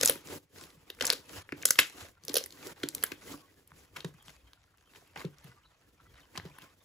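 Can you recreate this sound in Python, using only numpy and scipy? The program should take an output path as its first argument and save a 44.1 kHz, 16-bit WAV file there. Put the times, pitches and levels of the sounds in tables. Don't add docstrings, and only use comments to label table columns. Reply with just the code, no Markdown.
import sys
import numpy as np
from scipy import signal
from scipy.fft import rfft, irfft
from scipy.io import wavfile
from scipy.ndimage import uniform_filter1d

SR = 44100
rng = np.random.default_rng(int(sys.argv[2]) if len(sys.argv) > 2 else 0)


def digitize_waveform(pressure):
    field = np.atleast_2d(pressure).T
    bounded = np.clip(field, -1, 1)
    quanta = np.round(bounded * 32767).astype(np.int16)
    wavfile.write(sys.argv[1], SR, quanta)


N = 301644


def from_db(db):
    return 10 ** (np.asarray(db) / 20)


def unit_rms(x):
    return x / np.sqrt(np.mean(x ** 2) + 1e-20)


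def butter(x, order, hz, kind="band"):
    return signal.sosfilt(signal.butter(order, hz, kind, fs=SR, output="sos"), x)


def in_time(rows):
    times, *columns = np.transpose(rows)
    return [np.interp(np.arange(N) / SR, times, column) for column in columns]


def at_hz(spectrum, hz):
    table_hz, values = np.transpose(spectrum)
    return np.interp(np.log(hz), np.log(table_hz), values)


def drift(rate_hz):
    pole = np.exp(-80 * np.pi * rate_hz / SR)
    slow = signal.lfilter([1], [1, -2 * pole, pole * pole], rng.standard_normal(N // 40 + 2002))[2000:]
    return np.interp(np.arange(N) / 40, np.arange(len(slow)), unit_rms(slow))


def add(out, sound, s):
    i = round(s * SR)
    out[..., i:i + sound.shape[-1]] += sound[..., :N - i]


# f/Hz, correlation
COHERENCE = [(30, 1), (100, 0.9), (400, 0.72), (1000, 0.95), (4000, 0.047), (8000, 1), (16000, 1)]


def coloured(source, spectrum):
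    hz = np.maximum(np.fft.rfftfreq(N, 1 / SR), 1)
    alike = np.clip(at_hz(COHERENCE, hz), 0, 1)
    mid, side = rfft(source) * from_db(at_hz(spectrum, hz))
    return unit_rms(irfft(np.sqrt(1 + alike) * mid + np.sqrt(1 - alike) * side * [[1], [-1]], N))


# f/Hz, density/dB
AIR_SPECTRUM = [(30, 4.5), (60, 11.5), (120, 6), (500, -13), (2000, -12), (7000, -20.5), (16000, -25.5)]


def room_tone(level_db=-75.5):
    return from_db(level_db) * coloured(rng.standard_normal((2, N)), AIR_SPECTRUM)


# f/Hz, density/dB
TAIL_SPECTRUM = [(100, -4.5), (300, 1), (1000, -8.5), (4000, -2), (16000, -17)]
# delay/ms, level/dB
REFLECTIONS = [(1.9, -14.5), (4.0, -21)]


def room(x, tail_db=-19, t60_s=0.2, treble_t60_s=0.12, treble_hz=5600):
    t, length = np.arange(N) / SR, SR // 2
    envelope = from_db(-60 * t / t60_s) * (1 - np.exp(-t / 0.0045))
    tail = coloured(rng.standard_normal((2, N)) * envelope, TAIL_SPECTRUM)[:, :length]
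    low = butter(tail, 2, treble_hz, "low")
    tail = low + (tail - low) * from_db(60 * t[:length] * (1 / t60_s - 1 / treble_t60_s))
    response = from_db(tail_db) * tail / np.sqrt(np.sum(tail ** 2) / 2)
    response[:, 0] += 1
    for ms, db in REFLECTIONS:
        response[:, round(ms * SR / 1000)] += from_db(db)
    return signal.fftconvolve(x, response, axes=1)[:, :N]


# t/s, level/dB
SWAY_LEVEL = [(0.0, -76.5), (0.59, -74), (0.89, -69.5), (4.27, -71.5), (4.74, -76), (5.39, -70.5),
              (5.7, -75.5), (6.17, -69), (6.84, -85.5)]


def table_sway(band_hz=(39.5, 110), lumpy_db=3.5):
    level_db = in_time(SWAY_LEVEL)[0] + lumpy_db * drift(rate_hz=6.7)
    return from_db(level_db) * unit_rms(butter(rng.standard_normal(N), 2, band_hz))


# t/s, hiss/dB, rumble/dB
REST_LEVELS = [(0, -94, -47), (.4, -73, -59), (.47, -80, -70.5), (.53, -73.5, -66.5), (.8, -69, -64.5),
               (1.45, -66.5, -74.5), (2.1, -76, -68), (2.21, -74, -79), (2.23, -63.5, -60.5),
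               (2.55, -76, -66.5), (2.76, -80, -65), (3.1, -67, -60.5), (3.6, -77.5, -69),
               (4.2, -68.5, -68), (4.6, -71.5, -71.5), (4.83, -75, -72), (5.1, -69, -67),
               (5.35, -71.5, -71.5), (5.75, -72.5, -73), (5.85, -73, -73), (5.95, -76.5, -70.5),
               (6.05, -68.5, -68), (6.84, -72.5, -71)]
# peak/s, release/s, hiss/dB, treble re hiss/dB, rumble/dB
SLOW_STROKES = [(0.315, 0.383, -48, 1.5, -43.5), (1.374, 1.424, -48.5, 7, -44.5),
                (2.014, 2.118, -49, 5, -47), (2.663, 2.73, -56.5, -4, -50), (2.667, 2.73, -49, 3, -47),
                (2.724, 2.729, -53.5, -7, -46), (3.318, 3.418, -51.5, 6, -44.5),
                (3.485, 3.509, -66.5, -11.5, -74.5), (3.803, 3.93, -66.5, 7, -61.5),
                (4.53, 4.705, -75.5, -3, -68), (4.986, 5.137, -63, 8, -66.5),
                (5.479, 5.703, -57.5, -1, -60), (6.195, 6.337, -63.5, -15, -61.5),
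                (6.64, 6.796, -55.5, -5, -63)]
# t/s, hold/s, hiss/dB, treble re hiss/dB, rumble/dB
SUDDEN_PEELS = [(0, 0.1, -41.5, 5, -55), (0.56, 0.098, -59.5, 7, -57), (0.879, 0.025, -58, -13, -62),
                (1.027, 0.08, -44, 5, -47.5), (1.576, 0.11, -58, -12, -53), (1.799, 0.0057, -48.5, 20, -65),
                (2.296, 0.011, -49.5, -0.5, -50), (2.369, 0.011, -51, 16.5, -56),
                (2.773, 0.011, -60.5, -23, -59), (2.833, 0.0089, -53.5, -10.5, -52),
                (2.954, 0.022, -57, -5, -51.5), (3.03, 0.017, -51.5, -4, -53), (3.111, 0.011, -56, -9, -53),
                (3.969, 0.0093, -52, -22.5, -53), (4.251, 0.043, -67, 13.5, -69.5),
                (4.358, 0.024, -84, -0.5, -71), (5.173, 0.031, -51, -23.5, -53),
                (5.236, .01, -61.5, -11.5, -69), (6.359, 0.0064, -50.5, -23, -55.5),
                (6.455, 0.0053, -55, -17, -58)]
BUILD_DB_PER_S, EASE_DB_PER_S, RELEASE_DB_PER_S = 132, 159.5, 1800
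ONSET_DB_PER_S, FADE_DB_PER_S = 603.5, 201.5


def handling_levels(rest_treble_db=-5):
    t = np.arange(N) / SR
    rest_db, rest_rumble_db = in_time(REST_LEVELS)
    power = from_db([rest_db, rest_db + rest_treble_db, rest_rumble_db]) ** 2
    moves = []
    for peak_s, release_s, *levels in SLOW_STROKES:
        shape_db = np.minimum(BUILD_DB_PER_S * (t - peak_s), EASE_DB_PER_S * (peak_s - t))
        moves.append((shape_db - RELEASE_DB_PER_S * np.maximum(t - release_s, 0), *levels))
    for s, hold_s, *levels in SUDDEN_PEELS:
        shape_db = np.minimum(ONSET_DB_PER_S * (t - s), FADE_DB_PER_S * (s + hold_s - t))
        moves.append((np.minimum(0, shape_db), *levels))
    for shape_db, hiss_db, tilt_db, rumble_db in moves:
        power += from_db([[hiss_db], [hiss_db + tilt_db], [rumble_db]]) ** 2 * 10 ** (shape_db / 10)
    return 10 * np.log10(power)


# f/Hz, level/dB, T60/s
TABLE_MODES = [(93, -17.5, 0.21), (147, -9, 0.24), (160, -6, .1), (283, -15.5, 0.096), (475, -10, 0.042),
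               (550, -21.5, 0.19)]
# f/Hz, density/dB
RUMBLE_SPECTRUM = [(30, -21), (60, -7.5), (90, -1), (150, -9.5), (300, 1.5), (500, -2.5), (800, -17)]


def table_rumble(level_db, ring_db=11.5, bandwidth_hz=9.7):
    drive = rng.standard_normal((2, N)) * from_db(3.6 * drift(rate_hz=14))
    rumble = coloured(drive, RUMBLE_SPECTRUM)
    for hz, db, _ in TABLE_MODES:
        ring = signal.lfilter(*signal.iirpeak(hz, hz / bandwidth_hz, SR), rumble)
        rumble = rumble + from_db(db + ring_db) * ring
    return from_db(level_db) * unit_rms(rumble)


def flicker(x, depth_db=3, rate_hz=21):
    edges_hz = 500 * 2 ** np.arange(0, 5.1, 1 / 6)
    bands = (butter(x, 2, band_hz) * (-1) ** k for k, band_hz in enumerate(zip(edges_hz, edges_hz[1:])))
    return unit_rms(sum(band * from_db(depth_db * drift(rate_hz)) for band in bands))


# f/Hz, density/dB
HISS_SPECTRUM = [(500, -1), (1100, 1), (2000, -1.5), (4000, -6.5), (7000, -10), (11000, -13.5),
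                 (16000, -29.5)]


def peeling(hiss_db, treble_db, snaps_per_s=1600, spread_db=3.5, clump_db=2.5, treble_hz=6000):
    sizes = from_db(spread_db * np.minimum(rng.exponential(1, N), 5))
    snapping = rng.random(N) < snaps_per_s / SR
    snaps = unit_rms(sizes * snapping) * rng.standard_normal((2, N))
    rub = 0.85 * rng.standard_normal((2, N))
    clumps = from_db(clump_db * drift(rate_hz=22))
    hiss = flicker(coloured((snaps + rub) * clumps, HISS_SPECTRUM))
    low = butter(hiss, 1, treble_hz, "low")
    return from_db(hiss_db) * low + from_db(treble_db) * (hiss - low)


# t/s, level/dB, f/Hz, length/ms
SHEET_SQUEAKS = [(2.16, -65, 1384, 35), (3.266, -61, 3050, 41), (3.265, -56.5, 2070, 48),
                 (3.28, -55, 882, 44), (3.325, -50.5, 1153, 35), (3.4, -64, 1114, 75),
                 (3.47, -69, 1937, 50), (3.55, -73, 1696, 71), (4.18, -65, 3260, 70),
                 (4.565, -66, 1420, 25), (4.67, -69, 1400, 18.5), (4.732, -69.5, 1382, 26),
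                 (4.84, -71, 3150, 78), (4.865, -69.5, 1343, 20), (4.88, -69, 2710, 38),
                 (5.012, -64.5, 704, 22), (5.16, -43.5, 857, 13), (5.164, -50, 2670, 11),
                 (5.2, -54, 1070, 22), (5.405, -65.5, 900, 15), (5.502, -63, 1460, 35),
                 (5.555, -62.5, 1176, 47), (5.634, -66.5, 2970, 23), (5.639, -65.5, 1300, 32),
                 (5.642, -66, 3930, 42), (5.86, -74.5, 1690, 30), (5.886, -73.5, 1390, 19),
                 (5.989, -60.5, 1358, 35), (6.049, -63, 1334, 31), (6.054, -69, 1994, 31),
                 (6.15, -66.5, 3800, 28), (6.17, -62, 1905, 43), (6.2, -70, 3720, 28),
                 (6.211, -67.5, 3030, 48), (6.475, -61, 1000, 41), (6.5, -63, 2400, 32),
                 (6.536, -69, 2700, 27), (6.667, -59, 2210, 10), (6.794, -69.5, 3590, 35)]


def squeaks(hiss_db, waver=0.022, rough_db=5, stray_db=-5, stray_count=450):
    out, strays = np.zeros(N), []
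    for when, softness, pitch, length in rng.random((stray_count, 4)):
        s = 6.7 * when
        db = hiss_db[round(s * SR):][:2000].min() + stray_db - 8 * softness
        strays.append((s, db, 900 * 3.8 ** pitch, 15 + 60 * length))
    for s, db, hz, ms in SHEET_SQUEAKS + strays:
        n = round(ms * SR / 1000)
        wobble = unit_rms(uniform_filter1d(rng.standard_normal(6000), 90)[:n])
        grit = unit_rms(uniform_filter1d(rng.standard_normal(6000), 60)[:n])
        tone = np.sin(2 * np.pi * np.cumsum(hz * (1 + waver * wobble)) / SR)
        add(out, from_db(db + rough_db * grit) * np.hanning(n) ** 0.88 * tone, s)
    return out


# t/s, level/dB, final f/Hz
HAND_THUDS = [(0.01, -34, 473), (0.031, -24, 480), (0.041, -34, 270), (0.095, -23, 465), (.104, -34.5, 284),
              (0.158, -36.5, 318), (0.324, -36.5, 370), (0.771, -57, 152), (.901, -48, 383),
              (1.011, -30.5, 456), (1.02, -38, 285), (1.031, -38, 249), (1.039, -33.5, 740),
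              (1.05, -44, 504), (1.068, -48, 467), (1.104, -34.5, 462.6), (1.129, -35.5, 430),
              (1.138, -46, 490), (1.15, -47, 282), (1.371, -44.5, 89.5), (1.526, -29.5, 296),
              (1.652, -34, 482), (1.707, -42, 513), (1.791, -31, 286), (1.792, -32, 620), (1.794, -51, 156),
              (1.944, -51.5, 305), (2.02, -48, 93), (2.048, -47.5, 520), (2.24, -57.5, 150),
              (2.284, -39.5, 425), (2.298, -32.5, 292), (2.342, -30.5, 403), (2.355, -29, 520),
              (2.367, -24.5, 445), (2.41, -36.5, 480), (2.442, -47, 382), (2.669, -38.5, 350),
              (2.837, -23.5, 300), (3.037, -44.5, 450), (3.119, -34, 311), (3.297, -40.5, 268),
              (3.341, -36, 280), (3.721, -58.5, 139.3), (3.979, -55, 152), (4.142, -52.5, 150),
              (4.283, -57, 158), (4.349, -61, 60.8), (4.429, -56, 60), (4.445, -62.5, 98.6),
              (5.172, -51, 157), (5.446, -47, 147), (5.49, -49, 121.6), (6.351, -47, 248),
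              (6.383, -45.5, 97), (6.433, -49, 92), (6.51, -60.5, 150), (6.583, -61, 295),
              (6.621, -57.5, 156), (6.691, -71, 88.8)]
# t/s, level/dB
SHEET_SLAPS = [(4.049, -30.5), (5.2501, -28.5), (6.379, -41.5), (6.455, -38.5)]
THUD_SHAPE, SLAP_SHAPE = (1.273, 0.88), (1.76, 1.15)
SLAP_HZ = 155.7
SMACK_HZ, SMACK_DB, SMACK_LEAD_S = 356, -3, 0.0039


def thuds(sag_s=0.0029, reach_octaves=0.57):
    out, t = np.zeros(N), np.arange(9000) / SR
    mode_hz, mode_db, t60_s = np.transpose(TABLE_MODES)[:, :, None]
    blows = [(s, db, hz, THUD_SHAPE) for s, db, hz in HAND_THUDS]
    blows += [(s, db, SLAP_HZ, SLAP_SHAPE) for s, db in SHEET_SLAPS]
    blows += [(s - SMACK_LEAD_S, db + SMACK_DB, SMACK_HZ, THUD_SHAPE) for s, db in SHEET_SLAPS]
    for s, db, hz, (start_ratio, cycles) in blows:
        swell_s = cycles / hz
        pitch_hz = hz * (1 + (start_ratio - 1) * np.exp(-t / sag_s))
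        blow = t / swell_s * np.exp(1 - t / swell_s) * np.sin(2 * np.pi * np.cumsum(pitch_hz) / SR)
        coupling = np.exp(-0.5 * (np.log2(mode_hz / hz) / reach_octaves) ** 2)
        decay = from_db(mode_db + 2 * rng.standard_normal(mode_hz.shape) - 60 * t / t60_s)
        ring = np.sum(coupling * decay * np.sin(2 * np.pi * mode_hz * t), axis=0)
        add(out, from_db(db) * (blow + ring * (1 - np.exp(-t / swell_s))), s)
    return out


def tear_envelope(t, ms, snap_s=0.0003, shrink_db=-28, shrink_t60_s=0.2):
    progress = 1000 * t / ms
    snap = from_db(-4.5 - ms) * t / snap_s * np.exp(1 - t / snap_s)
    rip = (1 - np.exp(-progress / 0.6)) * np.exp(-(0.6 * progress) ** 2)
    shrink = np.sqrt(ms) * (1 - np.exp(-t / 0.0026)) * from_db(shrink_db - 60 * t / shrink_t60_s)
    return snap + rip + shrink


# t/s, pocket/dB, pocket f/Hz, film/dB, wall slap/dB, tear/ms
AIR_POCKETS = [(0.0112, -11, 5500, -23, -46, 1.5), (0.0265, -19, 6030, -26, -30, 4.3),
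               (0.0305, -6.5, 6100, -21, -13.5, 2.4), (0.0477, -17, 5670, -11.5, -49, 3),
               (0.0576, -0.5, 8000, -25, -43, 1.4), (0.075, -6, 6550, -9, -42, 0.9),
               (0.084, -11.5, 5430, -16, -49, 2.5), (0.096, -9, 3000, -2, -23, 1.2),
               (.1073, -22, 3780, -34, -36, 1.6), (0.121, -28, 4500, -43, -33, 1.8),
               (0.154, -65, 3380, -33, -33, 2.3), (0.272, -32, 6500, -43.5, -50, 1.2),
               (0.286, -38, 4020, -57, -37, 1.1), (.56, -48, 5040, -52, -41.5, 0.8),
               (0.5842, -36.5, 3870, -61, -43, 0.81), (.614, -41, 4000, -57, -60, 2.5),
               (0.638, -32, 3400, -37, -62, 0.51), (0.703, -41.5, 3200, -54, -58, 1.3),
               (0.9002, -23, 3170, -32, -37, 1.9), (.948, -45, 5500, -46, -49, 1.5),
               (.988, -53, 2500, -48, -38, 1.2), (.999, -36, 2400, -57, -40, 1),
               (1.0088, -11.5, 2740, -56, -20.5, 2.5), (1.023, -16, 4400, -55, -20, 1.4),
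               (1.046, -30, 3860, -38, -19, 1.1), (1.051, -11.5, 7200, -44, -37, 2.6),
               (1.067, -11.5, 6550, -22, -40, 1.6), (1.075, -16, 6600, -32, -46, 1.7),
               (1.094, -30, 4000, -40, -21, 1.5), (1.1016, -0.5, 4524, -39.5, -34, 0.94),
               (1.112, -30, 3000, -38.5, -21.5, 1.5), (1.125, -25, 4440, -18, -22, 2.3),
               (1.132, -15.5, 4260, -32, -35.5, 1.3), (1.4902, -63, 2040, -52, -28, 1.1),
               (1.5217, -26, 2190, -58, -20.5, 2), (1.6182, -33, 2850, -58, -44, 1),
               (1.6241, -26, 5660, -57, -52, 1.7), (1.632, -50, 2200, -59, -23.5, 1.1),
               (1.6537, -1.5, 8060, -11.5, -17.5, 2), (1.679, -27, 3520, -40.5, -44, 1),
               (1.6858, -24, 4050, -20, -31, 2.3), (1.706, -1.5, 6800, -5.5, -12.5, 1.66),
               (1.756, -25.5, 3000, -31, -29, 1.6), (1.786, -8, 2660, -32, -11, 6.5),
               (1.7886, 3.5, 2320, -10, -20, 1.76), (1.7974, -12.5, 3600, -7.5, -23, 2.8),
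               (1.817, -31, 3200, -32, -25, 2.5), (1.843, -33, 4500, -47, -32, 1.8),
               (2.2365, -36.5, 5800, -48.5, -49.5, 0.89), (2.2496, -35, 6000, -31, -54.5, 1.8),
               (2.268, -47, 6600, -44.5, -56, 0.81), (2.2822, -17.5, 5800, -32, -57, 0.45),
               (2.2927, -22.5, 3920, -36, -49, 2.6), (2.317, -34, 4000, -48, -56, 2),
               (2.332, -42, 7000, -31, -57, 1.8), (2.341, -15, 6800, -13, -28, 1.5),
               (2.3545, -10.5, 4550, -18, -42, 2.8), (2.366, -10, 4330, -9, -33, 4.1),
               (2.381, -15, 4600, -27, -39, 2.5), (2.439, -21, 5560, -27, -38, 0.42),
               (2.46, -34, 4180, -25, -35, 1.3), (2.506, -33.5, 4750, -57, -76, 0.4),
               (2.523, -34, 4440, -62, -72, 1.6), (2.67, -27, 4500, -43, -59, 0.84),
               (2.775, -60, 6500, -56, -63, 1), (2.8, -41, 3000, -59, -42.5, 2.5),
               (2.8329, -15.5, 2920, -60, -23, 2), (2.8874, -14.5, 7300, -29, -63.5, 0.39),
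               (2.927, -46, 2500, -60, -46, 1), (2.9483, -19.5, 6750, -16.5, -56, 1.5),
               (2.981, -33.5, 3500, -47, -35.5, 0.73), (3.002, -45, 4500, -52, -47, 0.78),
               (3.012, -44, 5500, -57, -55, 1.1), (3.027, -23.5, 3860, -54, -51, 0.57),
               (3.0366, -14, 2870, -6.5, -15, 2.1), (3.063, -32, 5500, -40, -51, 3),
               (3.1183, -22, 2370, -34, -29, 2.2), (3.221, -53, 1800, -58, -39, 1.5),
               (3.541, -55.5, 5050, -62.5, -54, 1.4), (3.675, -50, 5000, -40.5, -61, 1.7),
               (3.7176, -60.5, 1995, -72, -34.5, 0.93), (3.854, -56.5, 4000, -53, -58, 0.81),
               (3.961, -25, 2100, -47, -29.5, 5.6), (3.989, -48, 2800, -60, -47, 1.3),
               (4.0042, -29, 2600, -57, -65, 2), (4.024, -46, 3000, -57, -44, 1.6),
               (4.0459, -25, 3250, -54, -25.5, 2.1), (4.138, -56, 7000, -61.5, -51.5, 6.9),
               (4.225, -57, 7200, -44, -56.5, 1.6), (4.2819, -31, 2700, -56, -42, 0.34),
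               (4.293, -36, 2210, -64, -43, 1.8), (4.303, -46.5, 7000, -53, -44, 1.5),
               (4.4746, -47.5, 2680, -63, -56, 0.71), (4.533, -35.5, 3000, -53, -43, 0.54),
               (4.632, -56, 3570, -65, -65.5, 1.4), (4.7734, -60, 6500, -52, -57, 0.97),
               (4.782, -49.5, 2370, -62, -57.5, 1.45), (4.935, -44, 2185, -61, -48.5, 1.8),
               (4.949, -42, 2600, -60, -40, 2.4), (4.9574, -37, 2460, -63, -53, 2.5),
               (5.157, -42, 5980, -56, -44, 2), (5.1598, -54, 2170, -58, -23.5, 1.75),
               (5.174, -31, 2750, -51, -33, 1.1), (5.194, -39, 4000, -50, -35, 3.3),
               (5.2126, -66, 2600, -48, -31, 4.4), (5.222, -38, 2475, -57, -51, 1.2),
               (5.244, -47, 4190, -56, -40, 0.94), (5.2487, -35.5, 2920, -63, -70, 2.7),
               (5.075, -56, 4030, -50.5, -57.5, 1.2), (5.384, -43, 5060, -52, -63, 1.1),
               (5.4423, -45.5, 3850, -43, -43, 2.5), (6.139, -47, 2200, -60, -49, 2.8),
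               (6.3542, -55, 2720, -51, -30, 0.93), (6.36, -35, 4000, -58, -29.5, 1.1),
               (6.375, -22.5, 3300, -41.5, -24, 2.9), (6.3759, -25.5, 4500, -45, -28, 1.1),
               (6.398, -41, 2200, -64, -26, 0.94), (6.4522, -42.5, 4000, -59, -41, 1.6),
               (6.584, -37, 2200, -37.5, -33, 2.5), (6.618, -37.5, 2940, -48, -57, 3)]
# t/s, L-R/dB
POCKET_PAN = [(0.0, 1.5), (0.91, -0.5), (1.1, 2.5), (1.16, -3.5), (1.43, 12.5), (1.49, -1), (1.6, 0.5),
              (1.81, -1), (2.02, 5.5), (2.19, 6.5), (2.23, 5.5), (2.27, -0.5), (3.43, 1), (3.98, 3.5),
              (4.0, 1), (4.86, 3), (5.18, 1), (5.72, 3.5), (6.02, -1), (6.4, 1), (6.59, 3), (6.63, 3),
              (6.69, 2.5), (6.84, 0.5)]
FILM_HZ, BODY_HZ, LUMP_HZ, SHEET_HZ = (8000, 14000), (120, 800), (1300, 2500), (750, 2200)
SHEET_FROM_S = 3.5


def pops(hiss_db, small_count=60, ragged_db=6.5, ring_cycles=0.6, body_db=-11, width=0.3, scatter_db=2):
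    out, t = np.zeros((2, N)), np.arange(5600) / SR
    small_pockets = []
    for s, pitch, length, softness in rng.random((small_count, 4)) * [N / SR, 1, 1, 1]:
        db = hiss_db[int(s * SR)] + 4 - 8 * softness
        small_pockets.append((s, db, 2200 * 2.2 ** pitch, db - 12, db - 9, 1 + length))
    for s, pocket_db, hz, film_db, slap_db, ms in AIR_POCKETS + small_pockets:
        mid, side, jitter = rng.standard_normal((3, len(t)))
        ragged = from_db(ragged_db * np.repeat(np.clip(jitter[:len(t) // 8], -2, 1.8), 8))
        envelope = tear_envelope(t, ms)
        tear = (mid + width * side * [[1], [-1]]) * ragged * envelope
        pole = np.exp(-hz / ring_cycles / SR)
        pocket = signal.lfilter([1, 0, -1], [1, -2 * pole * np.cos(2 * np.pi * hz / SR), pole**2], tear)
        film = butter(tear, 2, FILM_HZ)
        body = butter(tear, 2, BODY_HZ)
        walls = butter(tear, 3, LUMP_HZ if s < SHEET_FROM_S else SHEET_HZ)
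        parts = [(pocket_db, pocket), (film_db, film), (slap_db + body_db, body), (slap_db, walls)]
        energy = np.sum(envelope ** 2)
        pop = sum(from_db(db) * part * np.sqrt(energy / np.sum(part ** 2)) / 2 for db, part in parts)
        pan_db = np.interp(s, *np.transpose(POCKET_PAN)) + scatter_db * jitter[-1]
        add(out, pop * from_db([[pan_db / 2], [-pan_db / 2]]), s)
    return out


def scene():
    hiss_db, treble_db, rumble_db = handling_levels()
    air = room_tone()
    events = room(pops(hiss_db) + thuds() + squeaks(hiss_db))
    return events + peeling(hiss_db, treble_db) + table_rumble(rumble_db) + table_sway() + air


# f/Hz, left lead/rad
PORT_PHASE = [(0, 0), (600, .7), (1300, .9), (3000, 1.0), (4500, .3), (6850, 0), (16500, -14.1)]
# f/Hz, L-R/dB
PORT_BALANCE = [(125, 1), (300, -1.5), (1000, -2), (2000, 0), (4000, 2), (8000, 0.5), (16000, -1)]


def record(dry, low_cut_hz=35.2, stopband_hz=16900, ceiling=0.85):
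    hz = np.fft.rfftfreq(N, 1 / SR)
    lead_rad = np.interp(hz, *np.transpose(PORT_PHASE))
    left_gain = from_db(at_hz(PORT_BALANCE, hz + 1) / 2)
    ported = irfft(rfft(dry) * np.array([left_gain * np.exp(1j * lead_rad), 1 / left_gain]), N)
    rounded = ceiling * np.tanh(butter(ported, 2, low_cut_hz, "high") / ceiling)
    return signal.sosfilt(signal.cheby2(14, 90, stopband_hz, fs=SR, output="sos"), rounded)


dry = scene()
out = record(dry)
digitize_waveform(out)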